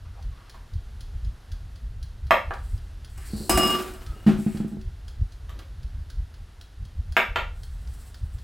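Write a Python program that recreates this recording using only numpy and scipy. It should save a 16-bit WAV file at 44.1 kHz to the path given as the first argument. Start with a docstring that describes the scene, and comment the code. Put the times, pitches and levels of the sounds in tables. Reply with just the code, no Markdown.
"""A tiled kitchen heard through two close microphone ports, over faint room noise and an uneven low rumble.
From the start a spoon crunches through flour in a small ceramic bowl, and a wall clock ticks throughout.
The ceramic bowl lands hard on the stone worktop at 2.3 s: filtered impacts over a short modal ring.
From 3.1 s a steel mixing bowl is dragged over the stone: noise grinds, slips judder, beating wall modes
sing, and modal thumps rock it to rest by 4.8 s. More scooping follows; the ceramic bowl lands hard at 7.2 s."""
import sys
import numpy as np
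from scipy import signal
from scipy.fft import rfft, irfft
from scipy.io import wavfile
from scipy.ndimage import uniform_filter1d

SR = 44100
rng = np.random.default_rng(int(sys.argv[2]) if len(sys.argv) > 2 else 0)


def store_wav(level_fs):
    """Save 16-bit WAV to argv[1]."""
    pcm = np.round(np.clip(np.atleast_2d(level_fs), -1, 1) * 32767)
    wavfile.write(sys.argv[1], SR, pcm.T.astype(np.int16))


N = 371763
TIME = np.arange(N) / SR
AGE = np.arange(SR) / SR  # one second after a blow


def undb(db):
    """Decibels to gain."""
    return 10 ** (np.asarray(db) / 20)


def unit(x):
    """Scale to rms 1."""
    return x / np.sqrt(np.mean(x ** 2))


def blow(x):
    """Scale so that the energy equals 10 ms at rms 1."""
    return x / np.sqrt(np.sum(x ** 2) / (.01 * SR))


def at(points, hz):
    """Read (Hz, value) points on a log-frequency axis."""
    f, value = np.transpose(points)
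    return np.interp(np.log(np.maximum(hz, 1)), np.log(f), value)


def colour(x, points):
    """Causal minimum-phase filter with the given (Hz, dB) response."""
    size = 8192
    hz = np.arange(size // 2 + 1) * SR / size
    cepstrum = irfft(np.log(undb(at(points, hz))))
    # folding the cepstrum forward in time makes the filter causal
    cepstrum[1:size // 2] *= 2
    cepstrum[size // 2 + 1:] = 0
    impulse = irfft(np.exp(rfft(cepstrum)))
    return signal.fftconvolve(x, impulse)[:len(x)]


def cut(x, hz, kind, order):
    """Low- or high-pass."""
    sos = signal.butter(order, min(hz, SR / 2 - 1), kind, fs=SR, output="sos")
    return signal.sosfilt(sos, x)


def noise(points):
    """Coloured noise at rms 1."""
    return unit(colour(rng.standard_normal(N), points))


def walk(rate, count=N):
    """Smooth chance at rms 1, with about `rate` new values per second."""
    step = int(SR / rate)
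    knots = rng.standard_normal(count // step + 2)
    path = np.interp(np.arange(count) / step, np.arange(len(knots)), knots)
    return unit(uniform_filter1d(path, step // 2))


def decay(age, t60):
    """Free exponential decay, losing 60 dB in t60 seconds."""
    return np.exp(-np.log(1000) * age / t60)


def fade(t60):
    """Free decay after a blow."""
    return decay(AGE, t60)


def contact(t60, chatter):
    """One sharp impact followed by a dying chatter of tiny ones."""
    tiny = unit(rng.standard_normal(SR) * fade(t60)) / np.sqrt(SR)
    return blow((AGE == 0) + chatter * tiny)


def ring(modes):
    """Damped modes set swinging by a blow; each blow shares its energy among them a little differently."""
    out = np.zeros(SR)
    for hz, db, t60 in modes:
        gain = undb(db + rng.standard_normal())
        out += gain * fade(t60) * np.sin(2 * np.pi * hz * AGE)
    return out


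def resonate(x, hz, width_hz):
    """One resonance, at gain 1 in its centre."""
    return signal.lfilter(*signal.iirpeak(hz, hz / width_hz, fs=SR), x)


def swell(middle_s, half_s):
    """A bell-shaped rise and fall, down to 1/e at half_s either side."""
    return np.exp(-((TIME - middle_s) / half_s) ** 2)


def push(start_s, length_s, t60):
    """Force of one stroke: a quick attack, a sagging hold, a free release."""
    attack_s, sag_db_per_s = 0.0047, 5
    age = np.maximum(TIME - start_s, 0)
    hold = (1 - np.exp(-age / attack_s)) * undb(-sag_db_per_s * age)
    return hold * decay(np.maximum(age - length_s, 0), t60)


def add(track, s, x):
    """Mix a sound in at time s."""
    i = max(int(s * SR), 0)
    track[i:i + len(x)] += x[:N - i]


# Stereo width at the two ports. Each row: frequency in Hz, side minus mid in dB.
PORT_WIDTH = [(60, -25), (200, -9), (600, -10.5), (1400, -9.5), (3000, -12.5), (5000, -23), (8000, -25.5),
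              (12000, -35)]


def stereo(mid, side):
    """Left and right from two close microphone ports."""
    return mid + colour(side, PORT_WIDTH) * np.array([[1], [-1]])


# Spectrum of the kitchen's standing air. Each row: frequency in Hz, level in dB.
AIR_SPECTRUM = [(120, -38), (200, -2), (590, -9), (709, -7.5), (986, -10.5), (1500, -9.5), (2050, -13),
                (2330, -17), (2610, -14.5), (4200, -15.5), (7970, -25), (10300, -24), (14900, -33),
                (16000, -43)]


def room_noise(level_db=-58.3, side_db=-3, side_top_hz=3800):
    """Faint steady air, wide below about 4 kHz and narrow above."""
    side = undb(side_db) * cut(noise(AIR_SPECTRUM), side_top_hz, "low", order=3)
    return stereo(noise(AIR_SPECTRUM), side) * undb(level_db + 0.69 * walk(4))


# Louder bumps in the rumble. Each row: middle in seconds, level in dB, frequency in Hz.
RUMBLE_BUMPS = [(0.762, -19.0, 76.5), (1.161, -24.5, 53.0), (1.532, -24.5, 53.0), (1.844, -25.5, 46.7),
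                (1.936, -25, 66.0), (2.04, -26.5, 66.0), (2.259, -22, 72), (2.488, -22.5, 64.0),
                (2.749, -19, 66), (3.562, -19, 64), (4.108, -25.5, 47.3), (4.876, -23.5, 72),
                (5.221, -14, 85), (5.851, -20.5, 43.3), (5.96, -23, 53.0), (6.2, -20.5, 63),
                (6.83, -25.0, 64.5), (6.997, -23, 71), (7.116, -20, 65.0), (7.317, -25, 53.5),
                (8.239, -19.5, 58.0), (8.352, -26.5, 49)]
# Spectrum of the rumble between them. Each row: frequency in Hz, level in dB.
RUMBLE_SPECTRUM = [(11, -35.5), (18, -4.5), (43, 3), (81, -0.5), (115, -10.5), (212, -29), (244, -28.5),
                   (325, -60), (400, -38.5), (520, -56.5), (880, -120)]


def rumble(bump_s=0.0093, surge_db=-11, surge_s=0.032, side_db=-12):
    """A deep rumble swells at random and surges round soft bumps of a cycle or two; nearly equal at both ports."""
    base_db, swell_db, swells_per_s = -39.5, 3.5, 11
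    level = undb(base_db + swell_db * walk(swells_per_s))
    bumps = np.zeros(N)
    for s, db, hz in RUMBLE_BUMPS:
        level = level + undb(db + surge_db) * swell(s, surge_s)
        bumps += undb(db) * swell(s, bump_s) * np.sin(2 * np.pi * hz * (TIME - s))
    mid = noise(RUMBLE_SPECTRUM) * level + bumps
    side = undb(side_db) * noise(RUMBLE_SPECTRUM) * level
    return stereo(mid, side)


# Strokes of the spoon through flour. Each row: start in seconds, length in seconds, relative level in dB.
SPOON_STROKES = [(0.048, .01, -51.5), (0.128, 0.071, -57.5), (0.306, 0.18, -55.5), (0.531, .012, -50.5),
                 (5.483, 0.018, -49), (5.58, .03, -65)]
# Spectrum of the flour's crunch. Each row: frequency in Hz, level in dB.
FLOUR_SPECTRUM = [(290, -44), (500, -4), (655, -18), (790, -14), (1140, -1), (1640, -11.5), (4210, -20.5),
                  (6000, -24), (7800, -54), (13200, -120)]


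def spoon(level_db=-3, release_t60_s=0.12):
    """The spoon crunches softly through flour: noise follows the force of each stroke."""
    force = sum(undb(db) * push(s, length_s, release_t60_s) for s, length_s, db in SPOON_STROKES)
    return noise(FLOUR_SPECTRUM) * force * undb(level_db + 1.6 * walk(50))


# Faint resonant swells around the bowls. Each row: middle in seconds, half length in seconds,
# relative level in dB, resonance in Hz, its width in Hz.
RESONANT_SWELLS = [(0.19, 0.028, -56, 744, 500), (3.252, 0.092, -54, 1720, 2010),
                   (3.4, 0.11, -49, 4430, 800), (3.412, 0.098, -44.5, 326, 256),
                   (4.113, 0.077, -56, 1278, 60), (4.19, 0.055, -62, 2850, 80),
                   (4.167, 0.051, -51, 302, 219), (4.504, 0.13, -57.5, 2160, 1400),
                   (5.59, 0.044, -54.5, 354, 330)]


def faint_swells():
    """Faint resonant swells around the bowls: soft rubs, rattle and lingering steel tones, some overlapping."""
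    out = np.zeros(N)
    for s, half_s, db, hz, width_hz in RESONANT_SWELLS:
        once = resonate(rng.standard_normal(SR), hz, width_hz)
        tone = unit(resonate(once, hz, width_hz))
        out += np.resize(tone, N) * undb(db) * swell(s, half_s)
    return out


# Spectrum of the escapement's click. Each row: frequency in Hz, level in dB.
CLICK_SPECTRUM = [(500, -5), (1000, -21.5), (1500, 6), (2300, -9.5), (3300, 2.5), (4900, 3), (6500, -4.5),
                  (8000, -13.5), (10500, -4.5), (13000, -24), (15500, -10)]
# Modes of the clock's case. Each row: frequency in Hz, relative level in dB, t60 in seconds.
CASE_MODES = [(3330, 0, .1), (4360, -2, .1), (4780, 0, .1), (5130, -4, .08), (6050, -7, .08),
              (6900, -9, .08)]


def clock(case_db=-6, tick_db=-47.5, tock_db=-54.5):
    """The escapement clicks in a small plastic case, strong and weak in turn; its pace wanders a little."""
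    # the weak tock falls just under half way between two strong ticks
    first_tick_s, period_s, tock_after_s = .496, .50973, .2405
    wander_s, wander_ticks = .0027, 13  # the wander's reach, and ticks per cycle of it
    out = np.zeros(N)
    for beat in range(-1, int(N / SR / period_s)):
        wander = wander_s * np.sin(2 * np.pi * beat / wander_ticks)
        tick_s = first_tick_s + beat * period_s + wander
        for s, db in ((tick_s, tick_db), (tick_s + tock_after_s, tock_db)):
            click = blow(colour(contact(t60=0.038, chatter=7), CLICK_SPECTRUM))
            case = undb(case_db) * blow(ring(CASE_MODES))
            if 0 < s < N / SR:
                add(out, s, undb(db) * blow(click + case))
    return out


# Ceramic bowl meeting the stone or the spoon. Each row: start in seconds, relative level in dB,
# contact cut-off in Hz, low cut in Hz, chink in dB, strongest resonance in Hz, its level in dB.
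CERAMIC_KNOCKS = [(0.5452, -55.5, 2450, 795, -11, 1020, 2), (2.3083, -13, 2920, 422, -25.5, 885, -21),
                  (2.508, -32, 1540, 870, -33, 818, -2), (5.494, -49, 3200, 700, -9, 2500, -14),
                  (5.595, -50, 3000, 300, -11, 527, -2), (7.1671, -14.5, 3260, 510, -23, 2213, -6.5),
                  (7.359, -22.5, 3300, 805, -25, 1385, -3)]
# Modes of the ceramic bowl on the worktop. Each row: frequency in Hz, relative level in dB, t60 in seconds.
CERAMIC_MODES = [(486, -4, .14), (608, -6, .12), (684, -3, .2), (788, -4, .13), (965, -4, .13),
                 (1170, -2, .18), (1240, -4, .12), (1292, -3, .12), (1415, -7, .14), (1630, -8, .12),
                 (1760, -7, .14), (1843, -6, .16), (1973, -6, .15), (2176, -1, .16), (2310, -5, .1),
                 (2485, -4, .15), (2640, -6, .12), (3130, -9, .12)]
# Spectra of the hard clack and the high chink. Each row: frequency in Hz, level in dB.
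CLACK_SPECTRUM = [(100, -3), (200, 3), (350, -10), (520, 1), (780, 3.5), (1000, 0), (1300, .5), (1650, -2),
                  (2300, -1.5), (3100, -2.5), (4100, -8), (5500, -16), (16000, -25)]
CHINK_SPECTRUM = [(2000, -25), (4500, -4), (5800, -3), (7500, 0), (9000, -8), (11700, -7), (12400, 1),
                  (13300, -4), (14300, 0), (15000, -6), (15700, -35)]


def ceramic_bowl(ring_db=-6, width_hz=75):
    """Hard clacks and the short ring behind them; a softer contact is duller, each spot favours one resonance."""
    def soften(x, contact_hz, low_hz):
        """The contact's softness limits the treble; the low cut thins the bass."""
        dull = cut(x, contact_hz, "low", order=3)
        return blow(cut(dull, low_hz, "high", order=1))

    out = np.zeros(N)
    for s, db, contact_hz, low_hz, chink_db, body_hz, body_db in CERAMIC_KNOCKS:
        hit = contact(t60=0.017, chatter=1.64)
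        clack = soften(colour(hit, CLACK_SPECTRUM), contact_hz, low_hz)
        tone = soften(ring(CERAMIC_MODES), contact_hz, low_hz)
        body = blow(np.exp(-np.pi * width_hz * AGE) * np.sin(2 * np.pi * body_hz * AGE))
        chink = blow(colour(hit, CHINK_SPECTRUM))
        knock = clack + undb(ring_db) * tone + undb(body_db) * body + undb(chink_db) * chink
        add(out, s, undb(db) * knock)
    return out


# Sleeves and hands brushing past. Each row: middle in seconds, half length in seconds, relative level in dB.
SLEEVE_BRUSHES = [(2.69, 0.15, -59), (7.64, 0.094, -61), (7.992, 0.22, -58.5), (8.4, 0.084, -62)]
# Spectrum of a dry rasp, for cloth, skin and steel on stone. Each row: frequency in Hz, level in dB.
RASP_SPECTRUM = [(500, -14), (2000, -12), (3600, -9), (4500, -5), (5600, -4), (6400, -7), (7750, 3),
                 (9500, 0), (12000, -5), (15500, -8)]


def brushing(level_db=-3):
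    """Cloth and skin brush past with a faint dry hiss."""
    touch = sum(undb(db) * swell(s, half_s) for s, half_s, db in SLEEVE_BRUSHES)
    return noise(RASP_SPECTRUM) * touch * undb(level_db + 3.2 * walk(40))


# Steel bowl pushed over the stone. Each row: start in seconds, length in seconds, relative hiss in dB,
# relative grinding in dB, release t60 in seconds.
STEEL_SLIDES = [(3.09, 0.076, -58.5, -76, .3), (3.19, .08, -52, -68, .3), (3.25, .12, -48, -68, .2),
                (3.36, .12, -44, -63, 0.22), (3.492, .21, -40, -26, 0.97), (4.016, 0.35, -62.5, -54, 0.11),
                (4.371, .2, -50, -62, 0.35), (4.673, 0.014, -53, -70, .2)]
# Spectrum of steel grinding on stone. Each row: frequency in Hz, level in dB.
GRIND_SPECTRUM = [(100, -20), (220, 6.5), (330, -1.5), (450, -5), (700, -6.5), (1000, -9.5), (1400, -5),
                  (1900, -13), (2500, -12), (3600, -16.5), (6000, -23), (12000, -24)]


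def sliding(hiss_db=-3, grind_db=-2, grain_db=5, grip_waver_db=2.2):
    """Dense tiny contacts of uneven size: a fine hiss, and grinding while the steel bowl is dragged."""
    grain_gains = undb(grain_db * rng.standard_normal((2, N)))
    fine, coarse = rng.standard_normal((2, N)) * grain_gains
    power = np.zeros((2, N))
    for s, length_s, fine_db, coarse_db, t60 in STEEL_SLIDES:
        power += (undb([[fine_db], [coarse_db]]) * push(s, length_s, t60)) ** 2
    hiss_level, grind_level = np.sqrt(power)
    hiss = unit(colour(fine, RASP_SPECTRUM)) * hiss_level * undb(hiss_db + 1.0 * walk(78))
    grind_gain = undb(grind_db + grip_waver_db * walk(60))
    grind = unit(colour(coarse, GRIND_SPECTRUM)) * grind_level * grind_gain
    return hiss + grind


# Steel bowl's foot slipping and catching. Each row: start in seconds, relative judder in dB, relative rasp in dB.
FOOT_SLIPS = [(3.177, -49.5, -50), (3.379, -54, -48), (3.4948, -18, -20), (3.512, -27.5, -30),
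              (3.5745, -17.5, -23), (3.632, -25, -32), (3.673, -34, -32), (3.703, -32.5, -34),
              (3.824, -59, -44), (3.937, -45.5, -51)]
# Spectrum of the shaken bowl. Each row: frequency in Hz, level in dB.
JUDDER_SPECTRUM = [(60, -0.5), (130, 1), (210, 3.5), (300, 7.5), (430, -8), (560, -6.5), (680, 5.5),
                   (800, 4), (1000, -8), (1400, -5.5), (2400, -9.5), (3600, -28), (6000, -38)]
# Modes of the steel wall, struck by slips and fed by friction. Each row: frequency in Hz, relative level in dB,
# twin mode's offset in Hz, twin's relative level in dB, build-up in seconds, time fed until in seconds,
# t60 in seconds.
STEEL_MODES = [(369, -31.5, 13, -10, .006, 3.775, .5), (532, -43, 6, -10, .004, 3.66, .5),
               (799, -40, 9, -8, .004, 3.66, .45), (1167, -28, 19, -7, .025, 3.755, .36),
               (2861, -27, 8, -9, .045, 3.725, .21), (5087, -34, 7, -6, .004, 3.68, .34),
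               (7790, -42, 24, -4, .003, 3.62, .35), (9140, -48, 17, -5, .003, 3.62, .31),
               (10820, -50, 14, -6, .004, 3.62, .4)]


def steel_slips(strike_db=-6):
    """The foot catches and jumps: each slip shakes the bowl, strikes its wall afresh and rasps on the stone."""
    out = np.zeros(N)
    wall = [(hz, db, t60) for hz, db, *_, t60 in STEEL_MODES]
    for s, judder_db, rasp_db in FOOT_SLIPS:
        judder = blow(colour(contact(t60=0.074, chatter=11.0), JUDDER_SPECTRUM))
        rasp = blow(colour(contact(t60=.07, chatter=3.7), RASP_SPECTRUM))
        add(out, s, undb(judder_db) * judder)
        add(out, s, undb(rasp_db) * rasp)
        add(out, s, undb(judder_db + strike_db) * blow(ring(wall)))
    return out


# Steel bowl rocking on the worktop. Each row: start in seconds, relative thump in dB, rise in seconds,
# relative clack in dB.
ROCKING_THUMPS = [(3.334, -26, 0.0015, -56), (3.403, -32, 0.0023, -74), (4.264, -9, 0.017, -33),
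                  (4.335, -24.5, 0.0027, -67), (4.388, -24.5, 0.0043, -64), (4.4637, -17.5, 0.0022, -50.5),
                  (4.547, -25.5, 0.0016, -52), (4.602, -22, 0.0018, -54), (4.647, -24.5, 0.0017, -58.5),
                  (4.716, -30, 0.022, -68), (4.77, -30, 0.001, -77)]
# Modes of the steel base against the worktop. Each row: frequency in Hz, relative level in dB, t60 in seconds.
WORKTOP_MODES = [(155, -8, .13), (188, -11, .1), (209, 1.5, .12), (266, -13, .14), (300, -14, .13),
                 (371, -24, .35), (440, -30, .12), (660, -30, .14), (810, -30, .14)]
# Modes of the steel wall as the base lands. Each row: frequency in Hz, relative level in dB, t60 in seconds.
CLANK_MODES = [(775, 0, .2), (850, -5, .15), (1240, -7, .2), (1750, -9, .2), (1890, -9, .2),
               (2970, -13, .16), (4350, -18, .2)]


def rocking(thump_db=5.5, clank_db=2, grit_db=9.0):
    """The steel base thumps the worktop and its wall clanks; a slow rolling contact lets the sound swell."""
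    out = np.zeros(N)
    for s, db, rise_s, clack_db in ROCKING_THUMPS:
        rise = 1 - np.exp(-AGE / rise_s)
        thump = ring(WORKTOP_MODES) * rise
        add(out, s, undb(db + thump_db) * thump / np.abs(thump).max())
        grit = colour(contact(t60=0.36, chatter=5.9) * np.sqrt(rise), GRIND_SPECTRUM)
        grit = blow(cut(grit, hz=5500, kind="low", order=1))
        add(out, s, undb(clack_db + grit_db) * grit)
        add(out, s, undb(clack_db + clank_db) * blow(ring(CLANK_MODES) * rise))
    return out


def steel_song(start_s=3.495):
    """Friction pumps the wall's modes, each beating with its twin; they ring out once the feeding stops."""
    out = np.zeros(N)
    time = start_s + AGE
    for hz, db, split_hz, twin_db, build_s, until_s, t60 in STEEL_MODES:
        build_up = 1 - np.exp(-AGE / build_s)
        swing = build_up * decay(np.maximum(time - until_s, 0), t60)
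        # the uneven grip nudges phase (radians) and level (dB)
        phase = 2 * np.pi * hz * AGE + .3 * walk(70, count=SR)
        level = undb(db + walk(67.8, count=SR))
        pair = np.sin(phase) + undb(twin_db) * np.sin(phase + 2 * np.pi * split_hz * AGE)
        add(out, start_s, swing * level * unit(pair))
    return out


# The kitchen's reverberation. Each row: band centre in Hz, t60 in seconds.
KITCHEN_T60 = [(150, .36), (700, .31), (2000, .3), (4000, .31), (8000, .3), (14000, .27)]


def kitchen(x, onset_s=0.0017):
    """Dense reflections from tiles and cupboards; the treble dies first."""
    log_hz = np.log(np.arange(SR // 2 + 1) + 1)
    centres = np.log([f for f, _ in KITCHEN_T60])
    tails = []
    for white in rfft(rng.standard_normal((2, SR))):
        tail = np.zeros(SR)
        # overlapping bands share the noise, each with its own decay
        for share, (_, t60) in zip(np.eye(len(centres)), KITCHEN_T60):
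            tail += irfft(white * np.interp(log_hz, centres, share)) * fade(t60)
        tail = unit(tail * (1 - np.exp(-AGE / onset_s))) / np.sqrt(SR)
        tails.append(signal.fftconvolve(x, tail)[:N])
    return stereo(*tails)


def placed(x, pan_db, early_db, early_t60=0.13):
    """Direct sound; the worktop's first reflections reach the two ports differently."""
    reflections = unit(rng.standard_normal(SR) * fade(early_t60)) / np.sqrt(SR)
    early = signal.fftconvolve(x, reflections)[:N]
    pan = undb(np.array([[pan_db], [-pan_db]]) / 2)
    return stereo(x, undb(early_db) * early) * pan


def scene():
    """Every source heard directly and through the kitchen, over the room noise and rumble."""
    # Each row: sound, direct in dB, room in dB, early reflections in dB, left minus right in dB.
    sources = [
        (spoon(), -3, -3, -4, 0),
        (faint_swells(), 0, -9, -6, 0),
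        (clock(), -1, -4, -10, 0),
        (ceramic_bowl(), -3, 1, -3, -2),
        (brushing(), -1, -9, -12, .2),
        (sliding(), -1, -7, -2, .8),
        (steel_slips(), 0, -3, 0, .6),
        (rocking(), 0, -14, -7, -.5),
        (steel_song(), 0, -15, -4, -.5),
    ]
    direct = sum(placed(undb(db) * x, pan_db, early_db) for x, db, _, early_db, pan_db in sources)
    room = kitchen(sum(undb(room_db) * x for x, _, room_db, _, _ in sources))
    return direct + room + room_noise() + rumble()


def record(dry):
    """The microphone rounds the highest peaks and cuts the top."""
    top_hz = 15900
    rounded = np.tanh(.7 * dry) / .7
    return signal.sosfilt(signal.ellip(10, .2, 80, top_hz, fs=SR, output="sos"), rounded)


dry = scene()
out = record(dry)
store_wav(out)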